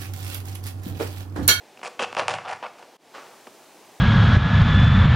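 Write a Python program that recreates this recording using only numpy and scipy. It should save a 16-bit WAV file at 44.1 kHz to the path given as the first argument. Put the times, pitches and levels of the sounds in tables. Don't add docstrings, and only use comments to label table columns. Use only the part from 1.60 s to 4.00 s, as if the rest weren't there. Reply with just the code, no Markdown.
import sys
import numpy as np
from scipy import signal
from scipy.fft import rfft, irfft
from scipy.io import wavfile
from scipy.ndimage import uniform_filter1d

SR = 44100
rng = np.random.default_rng(int(sys.argv[2]) if len(sys.argv) > 2 else 0)


def bounce(signal):
    frames = np.transpose(np.atleast_2d(signal))
    limited = np.clip(frames, -1, 1)
    pcm = np.round(limited * 32767).astype(np.int16)
    wavfile.write(sys.argv[1], SR, pcm)


N = 105840
TIME = np.arange(N) / SR


def from_db(db):
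    return 10 ** (np.asarray(db) / 20)


def rms_one(x):
    return x / np.sqrt(np.mean(x ** 2) + 1e-20)


def even(x, span_s):
    power = np.abs(uniform_filter1d(x ** 2, int(span_s * SR)))
    return x / np.sqrt(power + 1e-12)


def level(rows):
    return from_db(np.interp(TIME, *np.transpose(rows)))


def low_pass(x, hz, order=2):
    sos = signal.butter(order, min(hz, SR / 2 - 1), fs=SR, output="sos")
    return signal.sosfilt(sos, x + 1e-18)


def high_pass(x, hz, order=3):
    return signal.sosfilt(signal.butter(order, hz, "high", fs=SR, output="sos"), x)


BASS_HZ, BITE_HZ, TREBLE_HZ = 464, 2610, 4820
BITE_OCTAVES = 0.5


def colour(x, points, bass_db=0, bite_db=0, treble_db=0, bite_hz=BITE_HZ, size=4096):
    hz = np.maximum(np.arange(size // 2 + 1) * SR / size, 1)
    at, db = np.transpose(points)
    db = np.interp(np.log(hz), np.log(at), db)
    db = db + bass_db / (1 + (hz / BASS_HZ) ** 6)
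    db = db + bite_db * np.exp(-2 * (np.log2(hz / bite_hz) / BITE_OCTAVES) ** 2)
    db = db + treble_db / (1 + (TREBLE_HZ / hz) ** 6)
    cepstrum = irfft(np.log(from_db(db)))
    cepstrum[1:size // 2] *= 2
    cepstrum[size // 2 + 1:] = 0
    kernel = irfft(np.exp(rfft(cepstrum)))
    return signal.fftconvolve(x, kernel / np.linalg.norm(kernel))[:len(x)]


def resonate(x, modes):
    out = 0
    for hz, db, t60 in modes:
        radius = np.exp(-np.log(1000) / (t60 * SR))
        poles = [1, -2 * radius * np.cos(2 * np.pi * hz / SR), radius * radius]
        ring = signal.lfilter([1, 0, -1], poles, x + 1e-18)
        out = out + from_db(db) * (1 - radius * radius) / 2 * ring
    return out


def add(out, s, x):
    i = int(s * SR)
    out[i:i + len(x)] += x[:N - i]


# frequency in Hz, relative density in dB per Hz.
AIR = [(25, -12), (60, -45), (100, -16), (180, -6.5), (370, 0), (520, -1.5), (800, 0), (1200, -12.5),
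       (2500, -11), (6000, -18.5), (15000, -36)]
HISS = [(100, -8), (1000, 10), (3000, -4), (6000, 0), (9000, -2), (12000, -6.5), (15500, -7)]
HISS_SIDE = [(35, -43), (60, -17), (210, -4), (546, -7), (1120, -20.5), (7720, -9.5), (15500, -11)]
# time in seconds, level in dB.
HISS_LEVEL = [(0, -62.5), (.28, -61), (.55, -66), (.72, -75), (1.2, -61.5), (1.48, -62), (1.6, -55),
              (2.4, -55.5)]
AIR_DB, HISS_SIDE_DB = -52.5, -5
RUMBLE_CUT_HZ = 56


def background():
    air, mid, side = rng.standard_normal((3, N))
    left_right = np.array([[1], [-1]])
    hiss = colour(mid, HISS) + from_db(HISS_SIDE_DB) * colour(side, HISS_SIDE) * left_right
    room_air = from_db(AIR_DB) * colour(air, AIR)
    return high_pass(room_air + level(HISS_LEVEL) * hiss, RUMBLE_CUT_HZ)


# frequency in Hz, relative density in dB per Hz.
CRUNCH = [(40, -68), (90, -39), (180, -8.5), (310, -13), (400, -4.5), (500, -1.5), (800, 1.5), (1300, 0.5),
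          (2000, -7), (2750, -6), (3900, -16.5), (4800, -14), (7000, -21), (8700, -26), (9700, -24)]
# start in seconds, length in seconds, relative level in dB,
# bass in dB, bite in dB, treble in dB.
SNAPS = [ (0.173, 0.0024, -43.5, -11, 14, 7), (.192, .002, -43, 10, -4, 2),
         (0.214, 0.0022, -41, 8.5, 2, -10), (.231, 0.0015, -34, 11, 1, -16),
         (0.392, 0.0037, -25.5, -20, 1, -16), (0.441, 0.0024, -28, 3, 10, -1),
         (0.5268, 0.0016, -30, 6, 5, 0), (.5485, .002, -29, -2, 3, 2), (0.5669, 0.0037, -20, 3.5, 3.5, -6),
         (0.5948, 0.00093, -18, -4.5, 1, -6), (.681, 0.0016, -16, -19, 5.5, 5.5),
         (.7135, .0015, -26.5, -24, -8, 1), (0.7383, .004, -26, -3, 1.5, -1),
         (0.784, 0.0037, -30, -19, 1, -12), (1.026, .003, -35, 8, -6, -10),
         (1.038, 0.0041, -32, -7, -9, -29), (1.225, 0.0038, -41, 2, 2, 0),
         (1.869, 0.0073, -35.5, 13.5, -0.5, -3), ]
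SNAP_SPAN_S = 0.0055
SNAP_LAG_S, SNAP_LAG_HZ = .0011, 2200


def snaps(size=2048):
    out, t = np.zeros(N), TIME[:size]
    hz = np.arange(size // 2 + 1) * SR / size
    lag = np.exp(-2j * np.pi * SNAP_LAG_S * SNAP_LAG_HZ * np.arctan(hz / SNAP_LAG_HZ))
    for s, length, db, bass_db, bite_db, treble_db in SNAPS:
        tear = rfft(rng.standard_normal(size) * (t < length))
        white = tear / (np.abs(tear) + 1e-9)
        crack = irfft(lag * white) * (t < length + SNAP_SPAN_S)
        crack = colour(crack, CRUNCH, bass_db, bite_db, treble_db)
        add(out, s, from_db(db) * np.sqrt(SNAP_SPAN_S * SR) * crack / np.linalg.norm(crack))
    return out


# start in seconds, length in seconds, relative level in dB,
# swell over the stroke in dB, body in Hz, bite in Hz, bass in dB, bite in dB, treble in dB.
STROKES = [ (0.229, 0.041, -33.5, 0.5, 730, 2410, -0.5, 7, 7),
           (.269, 0.0089, -29, -2.5, 520, 2730, 7, -2, 7),
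           (0.3913, 0.055, -23.5, -2, 520, 2840, 2.5, 6, 1.5),
           (.451, 0.039, -44.5, -6, 950, 2400, 8, 6, -4), (.5755, 0.027, -22.5, -1, 590, 2670, 0, 4, -1),
           (0.607, 0.023, -27, -1, 616, 2500, 6, -4.5, -6),
           (0.631, 0.05, -35.5, -16, 1100, 2600, 1, -2, -9),
           (0.685, .070, -25, -5, 823, 3300, -0.5, 2.5, 1),
           (0.752, 0.073, -36, -7.5, 1070, 2150, -8, 7.5, -21),
           (0.848, 0.033, -35.5, 3.5, 670, 1910, 0.5, -7, -15),
           (.877, 0.056, -32.5, 4.5, 776, 1780, -8.5, 5, 0.5),
           (.945, 0.03, -43, -3.5, 927, 2000, -20, 11, 4), (1.025, 0.041, -34, 2.5, 720, 2600, -2, 0, -12),
           (1.076, .025, -47, -4, 816, 2400, -8, -7, 0), (1.182, 0.069, -49, -4.5, 776, 2700, 6, -3, 6), ]
BURSTS_PER_S, BURST_SPREAD_DB, BURST_S = 520, 5, 0.00068
TEAR_SHARE = 0.58
CELLS_PER_S = 14000
CELL_BANDS_HZ = np.geomspace(90, 12000, 9)
BODY_DB, BODY_T60_S = -0.5, 0.017
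EVEN_S = 0.0092
ATTACK_S, RELEASE_S = 0.0016, 0.006
SLIP_DB, SLIP_HZ = 2, 112


def strokes(size=8192):
    out, t = np.zeros(N), TIME[:size]
    bands = [signal.butter(2, edges, "band", fs=SR, output="sos")
             for edges in zip(CELL_BANDS_HZ, CELL_BANDS_HZ[1:])]
    for s, length, db, swell_db, body_hz, bite_hz, bass_db, bite_db, treble_db in STROKES:
        layers = rng.random(size) < BURSTS_PER_S / SR
        pops = 0
        for band in bands:
            strength = from_db(BURST_SPREAD_DB * np.clip(rng.standard_normal(size), -2, 1))
            burst = signal.lfilter([1], [1, -np.exp(-1 / (BURST_S * SR))], layers * strength)
            spray = burst + TEAR_SHARE
            cells = (rng.random(size) < CELLS_PER_S / SR) * rng.standard_normal(size)
            pops = pops + signal.sosfilt(band, spray * cells)
        pops = pops + resonate(pops, [(body_hz, BODY_DB, BODY_T60_S)])
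        pops = even(colour(pops, CRUNCH, bass_db, bite_db, treble_db, bite_hz), EVEN_S)
        push = np.minimum(t / ATTACK_S, 1) * np.exp(-np.maximum(t - length, 0) / RELEASE_S)
        wobble = rms_one(low_pass(rng.standard_normal(size), SLIP_HZ))
        slip = from_db(SLIP_DB * np.clip(wobble, -2, 1))
        swell = from_db(db + swell_db * np.minimum(t / length, 1))
        add(out, s, pops * slip * push * swell)
    return out


# frequency in Hz, gain in dB, decay by 60 dB in seconds.
HEAD = [(491.3, 1.5, .11), (610.4, -8, 0.082), (741.5, 0.5, 0.041), (780, -22, 0.13), (962, 0.5, 0.064),
        (1152, -7, 0.091), (1290, -20, 0.21), (1482, -12, 0.19), (2250, -12, 0.097), (2620, -10, 0.054),
        (2780, -8.5, 0.081)]
CRUNCH_TOP_HZ = 9830


def head(cut):
    cut = from_db(-2.5) * (cut + resonate(cut, HEAD))
    return signal.sosfilt(signal.ellip(8, .5, 60, CRUNCH_TOP_HZ, fs=SR, output="sos"), cut)


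# frequency in Hz, relative level in dB, decay by 60 dB in seconds.
BOARD = [(99.7, 1.5, 0.18), (128.6, 1.5, 0.086), (163.5, -1.5, 0.089)]
# time in seconds, level in dB.
PRESS = [(.34, -88), (.40, -61.5), (.54, -58.5), (.60, -51), (.75, -45), (.83, -58), (.95, -56), (1.0, -68),
         (1.25, -91)]


def board():
    rumble = 0
    for hz, db, t60 in BOARD:
        mode = [(hz, 0, t60)]
        shaken = resonate(resonate(rng.standard_normal(N), mode), mode)
        rumble = rumble + from_db(db) * even(shaken, .07)
    return level(PRESS) * rms_one(rumble)


# frequency in Hz, relative density in dB per Hz.
RUB = [(100, -31), (250, -12), (420, 2.5), (900, 2), (1400, -0.5), (2500, -8.5), (5500, -15.5),
       (9000, -29.5), (12000, -53)]
RUB_AT_S, RUB_RISE_S, RUB_DECAY_S = 1.535, 0.013, 0.089
RUB_DB, RUB_GRAIN_DB = -37.5, 2.5


def rub():
    t = np.maximum(TIME - RUB_AT_S, 0)
    grain = from_db(RUB_GRAIN_DB * rms_one(low_pass(rng.standard_normal(N), 264)))
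    drag = np.minimum(t / RUB_RISE_S, 1) * np.exp(-np.maximum(t - RUB_RISE_S, 0) / RUB_DECAY_S)
    return from_db(RUB_DB) * drag * rms_one(colour(grain * rng.standard_normal(N), RUB))


ROOM_T60_S, ROOM_TREBLE_T60_S, ROOM_DB, ROOM_GAP_S = 0.51, 0.54, -10.5, .008
ECHO_S, ECHO_DB, ECHO_HZ = 0.00326, -14.5, 1500


def tail(x):
    t, noise = TIME[:SR], rng.standard_normal(SR)
    lows = low_pass(noise, 3000)
    low_decay = lows * np.exp(-np.log(1000) * t / ROOM_T60_S)
    treble_decay = 0.97 * (noise - lows) * np.exp(-np.log(1000) * t / ROOM_TREBLE_T60_S)
    decay = (low_decay + treble_decay) * (t > ROOM_GAP_S)
    return np.std(x) * rms_one(signal.fftconvolve(x, decay)[:N])


def kitchen(x):
    echo = np.interp(TIME - ECHO_S, TIME, low_pass(x, ECHO_HZ))
    return x + from_db(ECHO_DB) * echo + from_db(ROOM_DB) * tail(x)


LOW_CUT_HZ = 82


def scene():
    cut = head(strokes() + snaps())
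    return kitchen(high_pass(cut + rub(), LOW_CUT_HZ)) + board() + background()


DIP_AT_S, DIP_FALL_S, DIP_DB, DIP_RECOVER_S = 1.373, 0.0065, -23.5, 0.035
CUTOFF_HZ = 15750


def record(dry):
    t = TIME - DIP_AT_S
    depth = np.clip(1 + t / DIP_FALL_S, 0, 1) * np.exp(-np.maximum(t, 0) / DIP_RECOVER_S)
    dip = from_db(DIP_DB * depth)
    return signal.sosfilt(signal.ellip(12, .1, 80, CUTOFF_HZ, fs=SR, output="sos"), dry * dip)


dry = scene()
out = record(dry)
bounce(out)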